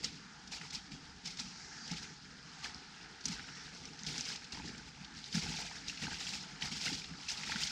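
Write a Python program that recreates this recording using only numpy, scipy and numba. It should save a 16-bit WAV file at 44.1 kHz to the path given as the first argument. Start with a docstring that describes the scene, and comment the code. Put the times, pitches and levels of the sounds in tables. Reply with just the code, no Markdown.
"""Water stirred by boots wading along a flooded, muddy path: crowds of damped sines make spray, gurgle and slosh.
Shaped noise bursts add slaps and mud thuds; single damped sines add bursting bubbles and sharp cracks of water.
Noise bands make soft swishes of cloth and trailing water, and wind with a far hiss fills the gaps.
The walker carries a small camera whose housing filters everything: dips near 560 and 1090 Hz,
a broad ring near 5 kHz and a dull top."""
import sys
import numpy as np
from scipy import signal
from scipy.fft import rfft, irfft
from scipy.io import wavfile
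from scipy.ndimage import uniform_filter1d
from numba import njit

SR = 44100
rng = np.random.default_rng(int(sys.argv[2]) if len(sys.argv) > 2 else 0)


def generate_wav(signal):
    """Clip the signal to [-1, 1] and save it as 16-bit WAV at the path in sys.argv[1]."""
    frames = np.transpose(np.atleast_2d(signal))
    scaled = np.clip(frames, -1, 1) * 32767
    pcm = np.round(scaled).astype(np.int16)
    wavfile.write(sys.argv[1], SR, pcm)


N = 339989  # samples


def undb(db):
    """Level to amplitude: 20 dB for each factor of ten."""
    return 10 ** (np.asarray(db) / 20)


def unit(x):
    """Normalise the effective value (rms) to 1."""
    return x / np.sqrt(np.mean(x ** 2))


def on_log(table, hz):
    """Interpolate a spectrum (f/Hz, level/dB) linearly in level over log frequency."""
    f, db = np.transpose(table)
    return np.interp(np.log(np.maximum(hz, 1)), np.log(f), db)


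def band(x, hz, width):
    """Band-pass filtering: keep the energy within width (Hz) around hz."""
    edges = np.clip([hz - width / 2, hz + width / 2], 15, 20000)
    sos = signal.butter(2, edges, "bandpass", fs=SR, output="sos")
    return signal.sosfilt(sos, x)


def walk(rate):
    """Slow random modulation: values held for 1 / rate seconds, smoothed twice, rms 1."""
    hold = int(SR / rate)
    held = np.repeat(rng.standard_normal(N // hold + 1), hold)[:N]
    return unit(uniform_filter1d(uniform_filter1d(held, hold), hold))


@njit
def rings(start, hz, t60, size, glide, rise, length):
    """Damped oscillation: sines decay exponentially while their pitch climbs by the share glide."""
    y = np.zeros(length)
    for k in range(len(start)):
        n = int(t60[k] * SR * .8)  # each ring stops after 48 dB of decay
        fade = np.exp(-np.log(1000) / (t60[k] * SR))
        gain, phase = size[k], 0.
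        for i in range(min(n, length - start[k])):
            phase += 2 * np.pi * hz[k] * (1 + glide * i / n) / SR
            gain *= fade
            onset = min(1., i / (rise * n + 1))
            y[start[k] + i] += gain * onset * np.sin(phase)
    return y


def swarm(per_s, lo_hz, hi_hz, cycles, scatter_db, glide):
    """Superposition of many bubbles at random times, their starting pitches spread evenly in log frequency."""
    when, pitch, life, loud = rng.random((int(per_s * N / SR), 4)).T
    hz = lo_hz * (hi_hz / lo_hz) ** pitch
    steps = np.minimum(-np.log(1 - loud), 3)  # exponential: few bubbles are loud
    size = undb(scatter_db * steps) * np.sqrt(hz / lo_hz)
    t60 = cycles * (.5 + life) / hz  # 60 dB decay in about this many cycles
    start = (when * N).astype(np.int64)
    return unit(rings(start, hz, t60, size, 1. * glide, 0.04, N))


def pops(table, t60, glide, rise):
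    """Impulse excitation: each row (t/s, level/dB, f/Hz) sets off one damped note."""
    s, db, hz = np.transpose(table)
    start = (s * SR).astype(np.int64)
    return rings(start, 1. * hz, np.full(len(s), t60), undb(db), 1. * glide, 1. * rise, N)


def bursts(table, share, t60, rise_s, edge_db):
    """Impact noise: each band of noise rises fast and decays exponentially, with a wide-band edge at the start."""
    out = np.zeros(N)
    t = np.arange(int(SR * .3)) / SR
    for s, db, hz in table:
        puff = unit(band(rng.standard_normal(len(t)), hz, share * hz))
        edge = rng.standard_normal(len(t)) * np.exp(-t / 0.0067)
        puff = puff + undb(edge_db) * edge
        puff = puff * (1 - np.exp(-t / rise_s)) * 1000 ** (-t / t60)
        i = int(s * SR)
        out[i:i + len(t)] += undb(db) * puff[:N - i]
    return out


def stirring():
    """Power addition of incoherent sources: swirl and surges set the levels/dB of spray, gurgle and slosh."""
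    # water swirling round the legs: t/s, spray level/dB, gurgle level/dB, slosh level/dB
    swirl = [(0.0, -53, -62, -50), (0.45, -59.5, -70, -57.5), (1.22, -58.5, -78, -57.5),
             (1.46, -55, -65, -55.5), (1.8, -57, -60.5, -58), (2.1, -60.5, -70, -55.5),
             (2.602, -54.5, -57.5, -58.5), (3.2, -58, -61, -61.5), (3.4, -50.5, -54, -52.5),
             (3.98, -54, -58.5, -55.5), (4.15, -43.5, -51, -49), (4.48, -54, -57, -59.5),
             (4.66, -51.5, -54, -47.5), (5.07, -58, -59, -57.5), (5.28, -46, -80, -54.5),
             (5.66, -47, -50, -55), (5.86, -50.5, -55, -54), (6.27, -41.5, -49, -51),
             (6.57, -53.5, -56, -55.5), (6.97, -43, -62, -59), (7.12, -54, -53, -48.5),
             (7.27, -47.5, -54.5, -57), (7.71, -41, -49.5, -50.5)]
    # water pushed by a boot: start t/s, hold/s, spray level/dB, gurgle level/dB, slosh level/dB
    surges = [(0.026, 0.0026, -39, -47, -54), (0.508, 0.047, -44.5, -51, -61),
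              (0.604, 0.054, -49.5, -52.5, -55), (0.72, 0.016, -42, -55, -52), (0.906, 0.01, -53, -68, -51),
              (1.243, 0.059, -45, -55.5, -57), (1.379, 0.019, -43.5, -53, -51),
              (1.84, 0.054, -50, -56, -55), (1.902, 0.0168, -49, -50.5, -47),
              (1.952, 0.0112, -46.5, -62, -53.5), (2.015, 0.0087, -47.5, -54, -57),
              (2.625, 0.021, -46, -47.5, -51.5), (2.738, 0.01, -53.5, -66, -53),
              (3.233, 0.092, -44.5, -54, -47), (4.057, 0.024, -41, -52.5, -44.5),
              (4.17, 0.13, -45, -51, -69), (4.276, 0.021, -43, -59.5, -62), (4.516, 0.041, -49, -51.5, -48),
              (4.566, 0.043, -61, -49, -47), (5.334, 0.034, -39, -46.5, -41.5),
              (5.41, 0.077, -46.5, -50, -44), (5.511, 0.094, -42.5, -48, -49),
              (5.866, 0.022, -43.5, -66, -59.5), (6.016, 0.0248, -43, -47, -44),
              (6.063, 0.052, -49.5, -48.5, -46), (6.268, 0.079, -40, -55, -66),
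              (6.605, 0.0336, -41, -45, -50.5), (6.707, 0.049, -40, -50, -45),
              (6.8, 0.061, -39.5, -48, -50), (6.844, 0.043, -40.5, -44.5, -50),
              (6.918, 0.02, -49, -65.5, -44.5), (7.028, 0.0094, -61, -63, -56),
              (7.284, 0.0192, -39, -50, -56), (7.347, 0.03, -47, -61, -57),
              (7.451, 0.12, -42.5, -48.5, -49), (7.597, 0.05, -40, -53, -60)]
    rise_s, fall_s = 0.014, 0.04
    back_db, back_fall_s = -8, 0.037  # water running back, level relative to the main fall

    t = np.arange(0, N, 32) / SR  # control points
    s, *swirl_db = np.transpose(swirl)
    power = np.array([undb(2 * np.interp(t, s, db)) for db in swirl_db])
    for start, hold, *db in surges:
        after = np.maximum(t - start - rise_s - hold, 0)
        fall = np.exp(-after / fall_s) + undb(back_db) * np.exp(-after / back_fall_s)
        rise = np.clip((t - start) / rise_s, 0, 1)
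        shape = rise * fall / (1 + undb(back_db))
        power += np.outer(undb(db), shape) ** 2
    return [np.interp(np.arange(N) / SR, t, 10 * np.log10(p)) for p in power]


def wading():
    """Bubble resonance: small bubbles ring high as spray, larger ones low as gurgle and slosh, in uneven gulps."""
    spray_db, gurgle_db, slosh_db = stirring()
    gulp = walk(45)

    # the finest mist flies mainly from hard splashes, so it grows faster than the spray
    mist_db = 1.8 * (spray_db + 40.5) - 45.0 + 2.7 * gulp
    mist = undb(mist_db) * swarm(6000, 8160, 19500, cycles=8.8, scatter_db=5.5, glide=0.054)

    fizz = undb(-6.5) * swarm(1100, 1882, 8460, cycles=82.0, scatter_db=4.5, glide=0.24)
    ticks = undb(-13) * swarm(70, 2500, 9000, cycles=14., scatter_db=3., glide=.05)
    crackle = undb(-8) * swarm(4000, 3440, 10000, cycles=9.8, scatter_db=0.0, glide=.05)
    sheet = undb(-6) * unit(band(rng.standard_normal(N), 5750, 7400))
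    spray = undb(spray_db + 1.57 * gulp) * (fizz + ticks + crackle + sheet)

    gurgle = swarm(800, 458.0, 2740.6, cycles=22.6, scatter_db=3.5, glide=0.212)
    gurgle = undb(gurgle_db + 1.46 * gulp) * gurgle
    slosh = swarm(400, 49.2, 462, cycles=8.7, scatter_db=2.0, glide=0.239)
    slosh = undb(slosh_db + 1.54 * gulp) * slosh
    return mist + spray + gurgle + slosh


def air():
    """Turbulence noise: bands of wind and hiss swell together and flutter separately, the low ones most."""
    # relative spectrum of wind and far hiss ahead of the housing: f/Hz, level per Hz/dB
    air_spectrum = [(18, 10), (40, 9.5), (177, 5), (900, 5), (1500, 5), (2600, -7), (6000, -6.5),
                    (10000, -16.5), (12000, -34), (16000, -32)]
    out, gust = 0, walk(0.76)
    for hz in 25 * 2 ** np.arange(0, 9.4, .5):  # half-octave steps
        flutter_db = 3.1 * min(300 / hz, 1) + 1.7
        db = on_log(air_spectrum, hz) + 0.6 * gust + flutter_db * walk(9.8)
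        # white noise keeps the per-Hz shape
        out = out + undb(db) * band(rng.standard_normal(N), hz, hz * 0.29)
    return undb(-53) * unit(out)


def slaps():
    """Impact noise of boots slapping the water and of flung drops: short, wide bands."""
    # slaps and drops ahead of the housing: t/s, level/dB, centre f/Hz
    slap_events = [(0.0425, -24, 5200), (0.473, -40.5, 5400), (0.5177, -35.5, 5330), (0.612, -37, 1920),
                   (0.705, -36.5, 5320), (0.735, -49, 5050), (0.7477, -30, 5240), (0.9167, -41, 3670),
                   (1.256, -33, 5410), (1.272, -31.5, 5210), (1.3054, -40, 5220), (1.3703, -36.5, 5380),
                   (1.3967, -29, 5300), (1.8763, -34.5, 5080), (1.9126, -30.5, 5640), (1.968, -36, 3400),
                   (2.642, -30.5, 3800), (3.2076, -42, 5000), (3.254, -22.5, 7500), (3.281, -27.5, 6900),
                   (3.3942, -37, 1610), (3.483, -40, 1600), (3.8546, -43, 5750), (3.9898, -39, 4730),
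                   (4.0647, -30, 4870), (4.1794, -34, 5760), (4.209, -34, 5900), (4.2517, -33, 4970),
                   (4.3578, -33.5, 5540), (4.4413, -39, 5260), (4.521, -34.5, 5200), (4.6554, -37, 5390),
                   (4.679, -38, 5130), (4.7775, -39.5, 5240), (5.0448, -38.5, 3970), (5.243, -44, 3860),
                   (5.259, -40, 4800), (5.3268, -32, 4830), (5.3517, -30, 5030), (5.5169, -37, 4860),
                   (5.5613, -36, 5050), (5.671, -37, 2900), (5.882, -32.5, 5130), (5.8965, -41, 2670),
                   (5.9717, -35.5, 3430), (6.1225, -41, 1570), (6.2087, -35, 5740), (6.3366, -36.5, 2580),
                   (6.6209, -27, 2940), (6.734, -35, 4820), (6.8553, -32, 5710), (6.8796, -41.5, 2060),
                   (6.9272, -29, 4870), (7.0399, -35, 3400), (7.2863, -27.5, 5740), (7.314, -33, 5850),
                   (7.3736, -36, 4390), (7.434, -32, 2070), (7.5185, -24.5, 1720), (7.5588, -28.5, 1500),
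                   (7.634, -26.5, 4680), (7.67, -26.5, 4700)]
    return bursts(slap_events, share=0.825, t60=0.036, rise_s=0.0029, edge_db=-3.5)


def cracks():
    """Impulse response of sharply struck water: a few milliseconds of damped ringing."""
    # sharp cracks of water, mostly at the peak of a slap, ahead of the housing: t/s, level/dB, starting f/Hz
    crack_events = [(0.0445, -26, 5300), (0.7562, -25, 5330), (1.3962, -42, 5260), (2.746, -32, 5050),
                    (3.256, -18, 5940), (3.8543, -31.5, 5650), (4.0347, -26.5, 6240), (4.1806, -24, 5730),
                    (4.2093, -20.5, 6000), (4.5221, -30.5, 5040), (5.242, -28, 3780), (5.355, -23, 5340),
                    (5.883, -26.5, 3810), (7.3158, -23.5, 5900), (7.635, -18.5, 4680)]
    return pops(crack_events, t60=0.0045, glide=.05, rise=0.0073)


def bubbles():
    """Bubble resonance: air pockets bursting from the mud sound a rising damped note with a tick of torn film."""
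    # large single bubbles ahead of the housing: t/s, level/dB, starting f/Hz
    bubble_events = [(0.534, -38, 2410), (2.659, -33, 1700), (3.366, -41, 1590), (3.384, -39.5, 1470),
                     (3.395, -37, 1590), (3.442, -42, 1480), (3.489, -39, 1400), (4.089, -37, 2722),
                     (4.302, -36.5, 1590), (4.573, -34, 950), (4.599, -34.5, 930), (5.343, -37.5, 2130),
                     (5.354, -31.5, 1667), (5.462, -33, 800), (5.518, -36.5, 890), (5.541, -37, 860),
                     (5.589, -34, 716), (5.713, -35.5, 947), (5.897, -31.5, 2680), (6.042, -38, 2210),
                     (6.054, -38, 1250), (6.069, -31, 1550), (6.081, -33, 872), (6.114, -36, 1610),
                     (6.118, -34, 860), (6.131, -34.5, 1560), (6.268, -33, 3240), (6.336, -35, 2560),
                     (6.623, -28, 3060), (6.869, -30, 1500), (6.88, -30, 2047), (7.018, -38, 2358),
                     (7.285, -31, 2600), (7.434, -34, 2080), (7.474, -39, 1540), (7.496, -29.5, 880),
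                     (7.519, -30, 1430), (7.534, -37.5, 2380), (7.559, -27.5, 1500)]
    # the film is higher and far shorter than the note
    films = [(s, db + 3.5, 1.86 * hz) for s, db, hz in bubble_events]
    notes = pops(bubble_events, t60=0.0247, glide=0.097, rise=0.0068)
    return notes + pops(films, t60=0.00247, glide=.05, rise=.01)


def thuds():
    """Low-frequency impact noise of heel thuds and mud sucks: narrower bands with a longer decay."""
    # thuds and sucks ahead of the housing: t/s, level/dB, centre f/Hz
    thud_events = [(0.602, -41, 161), (0.926, -42, 194), (1.908, -32, 169), (2.639, -50, 243),
                   (3.25, -33, 188), (3.286, -31, 196), (3.315, -42, 185.5), (4.03, -32.5, 160),
                   (4.079, -38.5, 168.4), (4.188, -25, 56.5), (4.514, -40, 241), (5.343, -31.5, 200),
                   (5.365, -25.5, 217), (5.444, -31.5, 223), (5.536, -37, 198), (6.016, -40, 159),
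                   (6.619, -37.5, 160), (6.708, -38, 218), (6.749, -34, 161), (6.915, -27.5, 280),
                   (7.553, -33, 170)]
    return bursts(thud_events, share=0.42, t60=0.073, rise_s=0.00423, edge_db=-12)


def swishes():
    """Band-limited noise, swelling and fading as the root of a half sine."""
    # soft swishing bands, rustling cloth and water trailing off after slaps, ahead of the housing:
    # start t/s, end t/s, centre f/Hz, width/Hz, level/dB
    swish_bands = [(1.416, 1.5, 5900, 450, -59.5), (1.5, 1.644, 4600, 630, -62),
                   (1.776, 1.9, 4800, 400, -56.5), (1.37, 2.2, 6200, 2300, -55.5),
                   (3.4, 3.68, 5570, 600, -59.5), (1.5, 1.88, 1640, 700, -58.5),
                   (3.44, 3.72, 1660, 800, -56)]
    out, t = np.zeros(N), np.arange(N) / SR
    for start, end, hz, width, db in swish_bands:
        progress = np.clip((t - start) / (end - start), 0, 1)
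        swell = np.sin(np.pi * progress) ** 0.5
        out += undb(db) * swell * unit(band(rng.standard_normal(N), hz, width))
    return out


def scene():
    """Linear superposition: all sources add, alike in both channels."""
    mono = wading() + air() + slaps() + cracks() + bubbles() + thuds() + swishes()
    return np.array([mono, mono])


def record(dry):
    """Linear filtering: a causal housing response, a faint random-phase stereo spread, a steep top cut."""
    # response of the camera housing: f/Hz, level/dB
    housing = [(15, -20), (55, -5), (110, -10.5), (160, 3), (280, -3), (350, -10.5), (480, -7.5),
               (560, -22.5), (680, -10), (870, -2.5), (1090, -13), (1300, -2.5), (1500, -2), (3800, -0.5),
               (5100, 4), (7200, -5.5), (11000, -26.5), (15500, -29)]
    # faint stereo spread, mostly treble: f/Hz, side minus mid level/dB
    spread = [(30, -46), (6000, -50.5), (9000, -17.5), (12000, -6)]
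    size = 2048
    hz = np.arange(size // 2 + 1) * SR / size

    cepstrum = irfft(np.log(undb(on_log(housing, hz))))
    cepstrum[1:size // 2] *= 2  # folding the cepstrum makes the response causal
    cepstrum[size // 2 + 1:] = 0
    response = irfft(np.exp(rfft(cepstrum)))
    both = signal.fftconvolve(dry, response[None], axes=1)[:, :N]

    random_phase = np.exp(2j * np.pi * rng.random(len(hz)))
    spread_response = irfft(undb(on_log(spread, hz)) * random_phase)
    side = signal.fftconvolve(both[0], spread_response, "same")
    cut = signal.ellip(10, .2, 80, 15700, fs=SR, output="sos")  # low-pass edge in Hz
    return signal.sosfilt(cut, both + np.array([side, -side]))


dry = scene()
out = record(dry)
generate_wav(out)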